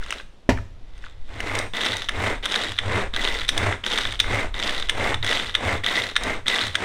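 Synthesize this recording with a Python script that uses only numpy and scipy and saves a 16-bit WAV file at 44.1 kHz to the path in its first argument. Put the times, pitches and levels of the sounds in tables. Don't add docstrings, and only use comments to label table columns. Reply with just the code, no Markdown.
import sys
import numpy as np
from scipy import signal
from scipy.fft import rfft, irfft, next_fast_len
from scipy.io import wavfile
from scipy.ndimage import uniform_filter1d

SR = 44100
rng = np.random.default_rng(int(sys.argv[2]) if len(sys.argv) > 2 else 0)


def invert_db(x):
    u = np.asarray(x, float) / 20
    return 10 ** u


def dump(signal):
    limited = np.clip(np.atleast_2d(signal).T, -1, 1)
    pcm = np.round(limited * 32767).astype(np.int16)
    wavfile.write(sys.argv[1], SR, pcm)


N = 301644

# [start/s, share of the stroke before top speed/0-1, effort/dB, lid ring/dB, fall to the turn/dB]
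STROKES = [(1.288, 0.6, -34, 2, 30), (1.735, 0.35, -31, -1, 16.5), (2.091, 0.5, -30.5, 1.5, 30),
           (2.427, .48, -31.5, -3.5, 19), (2.788, .51, -30.5, -4, 34), (3.134, .4, -31, -1.5, 14.5),
           (3.489, 0.41, -30, -2.5, 29), (3.836, 0.34, -31, -5, 17.5), (4.199, .5, -31, 1, 30),
           (4.539, 0.43, -32, -2, 14.5), (4.9, 0.48, -29.5, 1, 32), (5.226, 0.32, -29.5, -1, 17.5),
           (5.55, 0.53, -30, 1, 22.5), (5.835, 0.41, -30, 2, 20), (6.165, 0.38, -32, -1, 32),
           (6.459, 0.32, -29.5, -0.5, 16.5), (6.75, .4, -30.5, -5, 22)]
# [ratio to the struck pitch, level/dB, t60/s]
PAWL_MODES = [(.91, 10.5, 0.0066), (1, 12.5, 0.0094), (1.08, -48, 0.0031)]
KNOCK_S = 0.4903


def evened(x):
    return x / np.sqrt(np.mean(x ** 2) + 1e-20)


def read(points, hz):
    f, value = np.transpose(points)
    return np.interp(np.log(hz + 1), np.log(f + 1), value)


def add(mix, s, sound):
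    part = mix[max(round(s * SR), 0):][:len(sound)]
    part += sound[:len(part)]


def coloured(x, spectrum):
    hz = abs(np.fft.fftfreq(8192, 1 / SR))
    log_gain = np.log(invert_db(np.maximum(read(spectrum, hz), -100)))
    taps = np.fft.ifft(np.exp(np.conj(signal.hilbert(log_gain)))).real
    return evened(signal.oaconvolve(x, taps)[:len(x)])


def resonated_twice(x, hz, width_hz):
    peak = signal.iirpeak(hz, hz / width_hz, SR)
    return signal.lfilter(*peak, signal.lfilter(*peak, x))


def grains(per_s, spread_db, bed, hold=0.816):
    chance, height = rng.random((N, 2)).T
    size = invert_db(spread_db * np.minimum(-np.log(height + 1e-9), 3)) * (chance < per_s / SR)
    burst = rng.standard_normal(N) * signal.lfilter([1], [1, -hold], size)
    return evened(burst) + bed * rng.standard_normal(N)


def ring(modes, hz, rise_s, size):
    t = np.arange(size) / SR
    ratio, db, t60 = np.transpose(modes)[:, :, None]
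    stray_db, detune, phase = rng.standard_normal((3, len(modes), 1))
    decay = invert_db(db + 2 * stray_db - 60 * t / t60)
    out = decay * np.sin(2 * np.pi * hz * ratio * (1 + 0.023 * detune) * t + 0.5 * phase)
    out = out.sum(0) * np.minimum(t / rise_s, 1)
    return out / abs(out).max()


def follow(name):
    # [top above effort/dB, rise/dB, share of the fall]
    pull = [
        (-8.5, 14, 2.5),
        (-0.5, 18, 1.5),
        (-0.5, 25, 2.9),
        (-10.5, 19, 1.3),
    ]
    # [top above effort/dB, rise/dB, share of the fall]
    rewind = [
        (0.6, 12.3, 1.02),
        (-5.5, 7.3, 1),
        (0.5, 5.3, 1.14),
        (-0.3, 8.8, 0.95),
    ]
    # [t/s, rattle level/dB]
    handling = [
        (0.0, -51),
        (0.064, -51),
        (0.14, -45),
        (0.21, -52),
        (0.26, -85),
        (0.8, -76),
        (1.056, -57),
        (1.2, -75),
        (1.29, -58),
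    ]
    # [rattle/dB, churn/dB, lid ring/dB, teeth/dB]
    handling_above = (3.5, -2.5, 1, 1.5)
    rise_bend, fall_bend = np.array([1.57, 1.8]), np.array([2.87, 1.41])
    stop_s, pause_s, pause_db = 7.05, 0.044, -4.5

    layer = ["rattle", "churn", "lid ring", "teeth"].index(name)
    t = np.arange(N) / SR
    start, top, effort_db, ring_db, fall_db = np.transpose(STROKES)
    end = np.append(start[1:], stop_s)
    k = np.maximum(np.searchsorted(start, t, "right") - 1, 0)
    way = k % 2
    place = (t - start[k]) / (end - start)[k]
    top = np.clip(top, 0.1, 0.9)[k]
    above_db, rise_db, fall = np.array([pull[layer], rewind[layer]])[way].T
    before = np.maximum(1 - place / top, 0)
    after = np.maximum((place - top) / (1 - top), 0)
    db = effort_db[k] + above_db - rise_db * before ** rise_bend[way]
    db = db - fall * fall_db[k] * after ** fall_bend[way]
    if name == "lid ring":
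        db = db + ring_db[k]
    db = db + pause_db * way * (end[k] - t < pause_s)
    handling_db = np.interp(t, *np.transpose(handling)) + handling_above[layer]
    return uniform_filter1d(invert_db(np.where(t < start[0], handling_db, db)), 90)


def room_tone():
    # [f/Hz, level per Hz/dB]
    tone = [(60, -24), (90, -17), (160, -14), (760, -24), (2000, -33), (3500, -32), (10000, -52),
            (16000, -68)]
    return invert_db(-55.5) * coloured(rng.standard_normal(N), tone)


def kitchen(x):
    # [f/Hz, t60/s]
    decay = [(200, 0.36), (2000, 0.38), (12000, 0.56)]
    taps = np.zeros(SR // 2)
    at = np.arange(300, SR // 2 - 20, 20)
    taps[at + rng.integers(0, 20, len(at))] = rng.choice([-1., 1.], len(at))
    hz, t, z = signal.stft(taps, SR, nperseg=256)
    tail = signal.istft(z * invert_db(-60 * t / read(decay, hz)[:, None]), SR, nperseg=256)[1]
    return signal.oaconvolve(x, tail / np.linalg.norm(tail))[:N]


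def counter():
    # [f/Hz, level per Hz/dB]
    shaking = [(1, 8), (6, 10), (25, 0), (40, -1), (49, -12), (58, -7), (72, -15), (130, -45), (300, -140)]
    # [t/s, shudder level/dB]
    leaning = [(0.0, -37.5), (0.07, -36), (0.43, -55.5), (0.5, -36), (0.78, -43), (1.22, -37.5), (1.4, -36),
               (1.96, -47), (2.16, -33.5), (2.62, -44.5), (2.86, -36), (3.5, -31.5), (3.85, -43),
               (4.3, -32.5), (5.2, -35.5), (6.12, -46), (6.22, -36), (6.72, -48.5)]
    # [start/s, hold/s, hum level/dB]
    shoves = [(0.52, 0.028, -27), (1.377, 0.033, -36), (1.526, 0.072, -35.5), (1.914, 0.027, -40.5),
              (2.19, 0.047, -29.5), (2.67, 0.029, -42.5), (2.888, .07, -28), (3.395, .03, -54),
              (3.615, 0.07, -30), (4.066, 0.027, -40), (4.296, 0.048, -31.5), (4.99, .1, -36.5),
              (5.159, 0.023, -28.5), (5.447, .04, -43), (5.657, 0.091, -28.5), (6.006, 0.043, -41),
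              (6.284, 0.12, -42.5), (6.663, .03, -36.5), (6.824, .05, -40)]
    rise_db_per_s, fall_db_per_s, hum_rest_db = 300, 141, -15.5

    hum = resonated_twice(rng.standard_normal(N), 104, 18)
    under = resonated_twice(hum[::-1] + rng.standard_normal(N), 82, 18)
    size = next_fast_len(N)
    spectrum = rfft(rng.standard_normal(size)) * invert_db(read(shaking, np.fft.rfftfreq(size, 1 / SR)))
    shudder = irfft(spectrum, size)[:N]

    t = np.arange(0, N, 100) / SR
    s, hold, db = np.transpose(shoves)[:, :, None]
    lean = invert_db(np.interp(t, *np.transpose(leaning)))
    shove_db = db - rise_db_per_s * np.maximum(s - t, 0) - fall_db_per_s * np.maximum(t - s - hold, 0)
    shove = (invert_db(shove_db).sum(0) + invert_db(hum_rest_db) * lean) * (t > KNOCK_S)
    shove, lean = (np.interp(np.arange(N) / SR, t, gain) for gain in (shove, lean))
    return shove * evened(evened(hum) + invert_db(-2) * evened(under)) + lean * invert_db(6) * evened(shudder)


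def knock():
    # [f/Hz, level/dB, t60/s]
    jar = [
        (56.8, -15.5, 0.39),
        (109, -15.5, 0.39),
        (261, -5.5, 0.084),
        (340, 2.5, 0.018),
        (415, -24, 0.044),
        (586, 0, 0.015),
        (814, -13, 0.044),
        (1260, -31, 0.048),
        (1890, -19, .05),
    ]
    # [f/Hz, level per Hz/dB]
    fruit = [(88, -30), (150, -11), (276, -16), (931, -12), (1050, -26.5), (1960, -19), (2250, -24),
             (7030, -38.5), (16400, -64)]
    level_db = -2
    t = np.arange(SR // 2) / SR
    hz, db, t60 = np.transpose(jar)[:, :, None]
    build = np.minimum(3 * hz * t, 1)
    modes = (invert_db(db - 60 * t / t60) * np.sin(2 * np.pi * hz * t) * build).sum(0)
    modes = np.convolve(modes, np.hanning(40) / 20)[:len(t)]
    crash = coloured(rng.standard_normal(len(t)), fruit)
    crash = crash * invert_db(-11 - 60 * t / 0.12) * np.minimum(t / 0.00059, 1)
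    out = np.zeros(N)
    add(out, KNOCK_S, invert_db(level_db) * modes)
    add(out, KNOCK_S + 0.0015, invert_db(level_db) * crash)
    return out


def churn():
    # [f/Hz, level per Hz/dB]
    thuds = [(120, -27), (190, -2), (372, -3), (445, -0.5), (1250, -5.5), (2060, -5), (2420, -9),
             (3750, -20.5), (4850, -27.5), (8820, -27.5), (15100, -81), (16400, -55)]
    return follow("churn") * invert_db(6) * coloured(grains(1300, 5, 0.71, hold=0.99), thuds)


def lid_ring():
    free_hz, loaded_hz, width_hz = 1990, 2090, 110
    drive = grains(500, 3, 0.22)
    free, loaded = (signal.lfilter(*signal.iirpeak(f, f / width_hz, SR), drive) for f in (free_hz, loaded_hz))
    pulling = np.searchsorted(np.transpose(STROKES)[0], np.arange(N) / SR) % 2
    return follow("lid ring") * invert_db(0.5) * evened(np.where(pulling, loaded, free))


def ratchet():
    # [f/Hz, level per Hz/dB]
    loose = [(530, -36), (900, -10), (1280, 0), (1380, 5), (1960, 0), (2320, 0.5), (3550, 7), (4410, -1),
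             (7710, -11.5), (8600, -12.5), (14300, -33), (16400, -76)]
    teeth_per_s, unevenness, spread_db, pawl_hz = 140, 0.55, 5.5, 3620
    wander = evened(uniform_filter1d(rng.standard_normal(N), 300))
    passed = np.cumsum(teeth_per_s * np.abs(1 + unevenness * wander)) / SR
    at = np.flatnonzero(np.diff(np.floor(passed)))
    size, pitch = rng.standard_normal((2, len(at)))
    size = invert_db(spread_db * np.minimum(size, 1.5))
    teeth, jolts = np.zeros(N), np.zeros(N)
    for i, gain, hz in zip(at, size, pawl_hz * (1 + 0.045 * pitch)):
        add(teeth, i / SR, gain * ring(PAWL_MODES, hz, 0.0025, size=400))
    jolts[at] = size
    jolts = evened(signal.lfilter([1], [1, -0.965], jolts) * rng.standard_normal(N))
    rattle = coloured(1.2 * jolts + grains(700, 1.1, 0.28, hold=0.99), loose)
    return follow("teeth") * invert_db(-0.5) * evened(teeth) + follow("rattle") * invert_db(1) * rattle


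def blows():
    # [t/s, pawl level/dB, lid above pawl/dB, tick above pawl/dB,
    # pawl f/Hz]
    engages = [(1.4034, -23, 1, -8, 2900), (2.087, -16, -6.5, -16.5, 3100),
               (2.0912, -16.5, -0.5, -15, 3460), (2.7878, -10, -5.5, -21.5, 3470),
               (3.49, -8, -9, -11, 3630), (4.2012, -5, -8.5, -15, 3610), (4.8956, -8.5, -4, -14.5, 3460),
               (5.5511, -7.5, -7.5, -19.5, 3450), (6.164, -8.5, -2.5, -15.5, 3600),
               (6.4813, -8.5, -9.5, -13.5, 3680), (6.7535, -11.5, -3, -14, 3480)]
    # [t/s, pawl level/dB]
    releases = [
        (1.736, -28.5),
        (1.749, -24),
        (2.4326, -29),
        (2.4393, -25),
        (3.1383, -19.5),
        (3.839, -21),
        (4.542, -23.5),
        (5.2275, -20.5),
        (5.8438, -17),
        (6.4667, -19),
    ]
    # [t/s, pawl level/dB, tick above pawl/dB]
    catches = [(1.767, -25, -10), (1.808, -19, -17), (1.813, -20, -17), (1.8511, -18, -13),
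               (1.866, -17, -19), (1.9305, -21, -19), (1.9673, -25, -5), (2.0199, -20.5, -18),
               (2.4556, -19, -7.5), (2.4605, -17.5, -28), (2.5, -28, -10), (2.524, -21, -14),
               (2.5417, -16, -18), (2.5586, -13.5, -15), (2.614, -24, -20), (2.645, -28, -12),
               (2.719, -24, -13), (2.741, -32, -20), (2.765, -35, -12), (3.147, -25, -25),
               (3.1626, -16.5, -14.5), (3.2748, -15.5, -20), (3.415, -21, -18), (3.448, -27, -14),
               (3.8638, -15, -14), (3.9266, -21.5, -13), (3.9762, -14, -19), (3.9854, -15, -12.5),
               (4.0526, -16.5, -21), (4.123, -23.5, -10), (4.138, -27, -22), (4.155, -29, -16),
               (4.5983, -21, -14), (4.693, -16.5, -18), (4.799, -25.5, -9), (4.8252, -21.5, -29),
                    (5.2451, -23, -6), (5.2644, -19.5, -8.5), (5.3119, -15.5, -16), (5.324, -17, -21),
                    (5.3972, -18, -19), (5.4948, -23.5, -16), (5.8627, -14.5, -16), (5.9143, -22, -16),
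                    (6.5, -22, -27), (6.525, -25, -18), (6.5591, -19, -24.5), (6.5858, -16.5, -30),
                    (6.607, -21, -17), (6.6123, -17, -19), (6.6243, -23, -25), (6.6362, -27, -25),
                    (6.6675, -22.5, -8)]
    # [t/s, pawl level/dB, lid above pawl/dB, tick above pawl/dB, lid f/Hz]
    knocks = [(0.013, -43, 8, -11, 1500), (0.026, -40, 9, -16, 1670), (0.0618, -34.5, 2, -14, 1620),
              (0.106, -24, 0.5, -5.5, 2240), (0.1244, -18.5, -3, -14, 1550), (0.199, -34.5, 5, -26, 1760),
              (0.573, -42, 11, -9, 1860), (0.5853, -42.5, 12.5, -14, 1650), (0.978, -47, -4, -5, 1780),
              (1.04, -39, 6, -15, 1770), (1.065, -43.5, 7.5, -25, 1630), (1.5518, -26, 4.5, -1.5, 2480),
              (1.588, -24.5, -10, 0.5, 2010), (3.5777, -13, -9, -9, 2120), (3.7247, -24.5, 5, -15, 1905),
              (4.2415, -34, 11, -16, 1570), (5.1432, -16, -3.5, -16.5, 1920), (6.235, -25.5, -16, -1, 1900)]
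    pawl_hz, slack_pawl_hz, drawn_s = 3497, 2750, 1.45
    lid_hz, engage_lid_hz, pitch_spread = 1835, 2010, 0.037

    rows = [(s, db, -9, -27, lid_hz) for s, db in releases]
    rows += [(s, db, -4.5, tick_db, lid_hz) for s, db, tick_db in catches]
    rows += [*knocks]
    stray = 1 + pitch_spread * rng.standard_normal((len(rows), 2))
    out = [(*row, engage_lid_hz) for row in engages]
    for (s, db, lid_db, tick_db, hz), (a, b) in zip(rows, stray):
        out.append((s, db, lid_db, tick_db, (pawl_hz if s > drawn_s else slack_pawl_hz) * a, hz * b))
    return out


def clacks():
    # [ratio to the struck pitch, level/dB, t60/s]
    lid = [(.72, -1.5, 0.009), (.86, -3.5, 0.017), (1, -3, 0.017), (1.2, -1, 0.0089)]
    # [f/Hz, level per Hz/dB]
    contact = [(3500, -9), (4600, -1.5), (6000, 3), (7600, -9), (8400, 1), (10800, -14), (13100, -24.5),
               (16000, -20)]
    # [delay/s, level/dB]
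    rebounds = [
        (.0035, -15),
        (-.0085, -16),
        (-.0027, -14),
        (.0078, -17),
        (.014, -22),
    ]
    full_chatter_db = -12.5
    body, tick, t = np.zeros(N), np.zeros(N), np.arange(1000) / SR
    for s, pawl_db, lid_db, tick_db, pawl_hz, lid_hz in blows():
        chatter = [(0.00013, 0.037), *rebounds]
        if pawl_db <= full_chatter_db:
            chatter = chatter[:2]
        for delay, db in chatter:
            at, level_db = s + delay, pawl_db + db
            add(body, at, invert_db(level_db + lid_db + 4) * ring(lid, lid_hz, 0.0012, size=900))
            add(body, at, invert_db(level_db + 4.5) * ring(PAWL_MODES, pawl_hz, 0.00083, size=600))
            add(tick, at, invert_db(level_db + tick_db + 4 - 60 * t / 0.017) * np.minimum(t / 0.00077, 1))
    return body + tick * coloured(rng.standard_normal(N), contact)


def scene():
    chopper = knock() + churn() + lid_ring() + ratchet() + clacks()
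    return (room_tone() + invert_db(-12) * kitchen(chopper) + counter() + chopper)[None]


def band_limit(x):
    return signal.sosfilt(signal.butter(12, 16510, fs=SR, output="sos"), x)


def record(dry):
    edge = signal.firwin(255, 16100, window=("kaiser", 7), fs=SR)[None]
    mix = signal.oaconvolve(np.clip(dry, -0.96, 0.96), edge, "same")
    return band_limit(mix)


dry = scene()
out = record(dry)
dump(out)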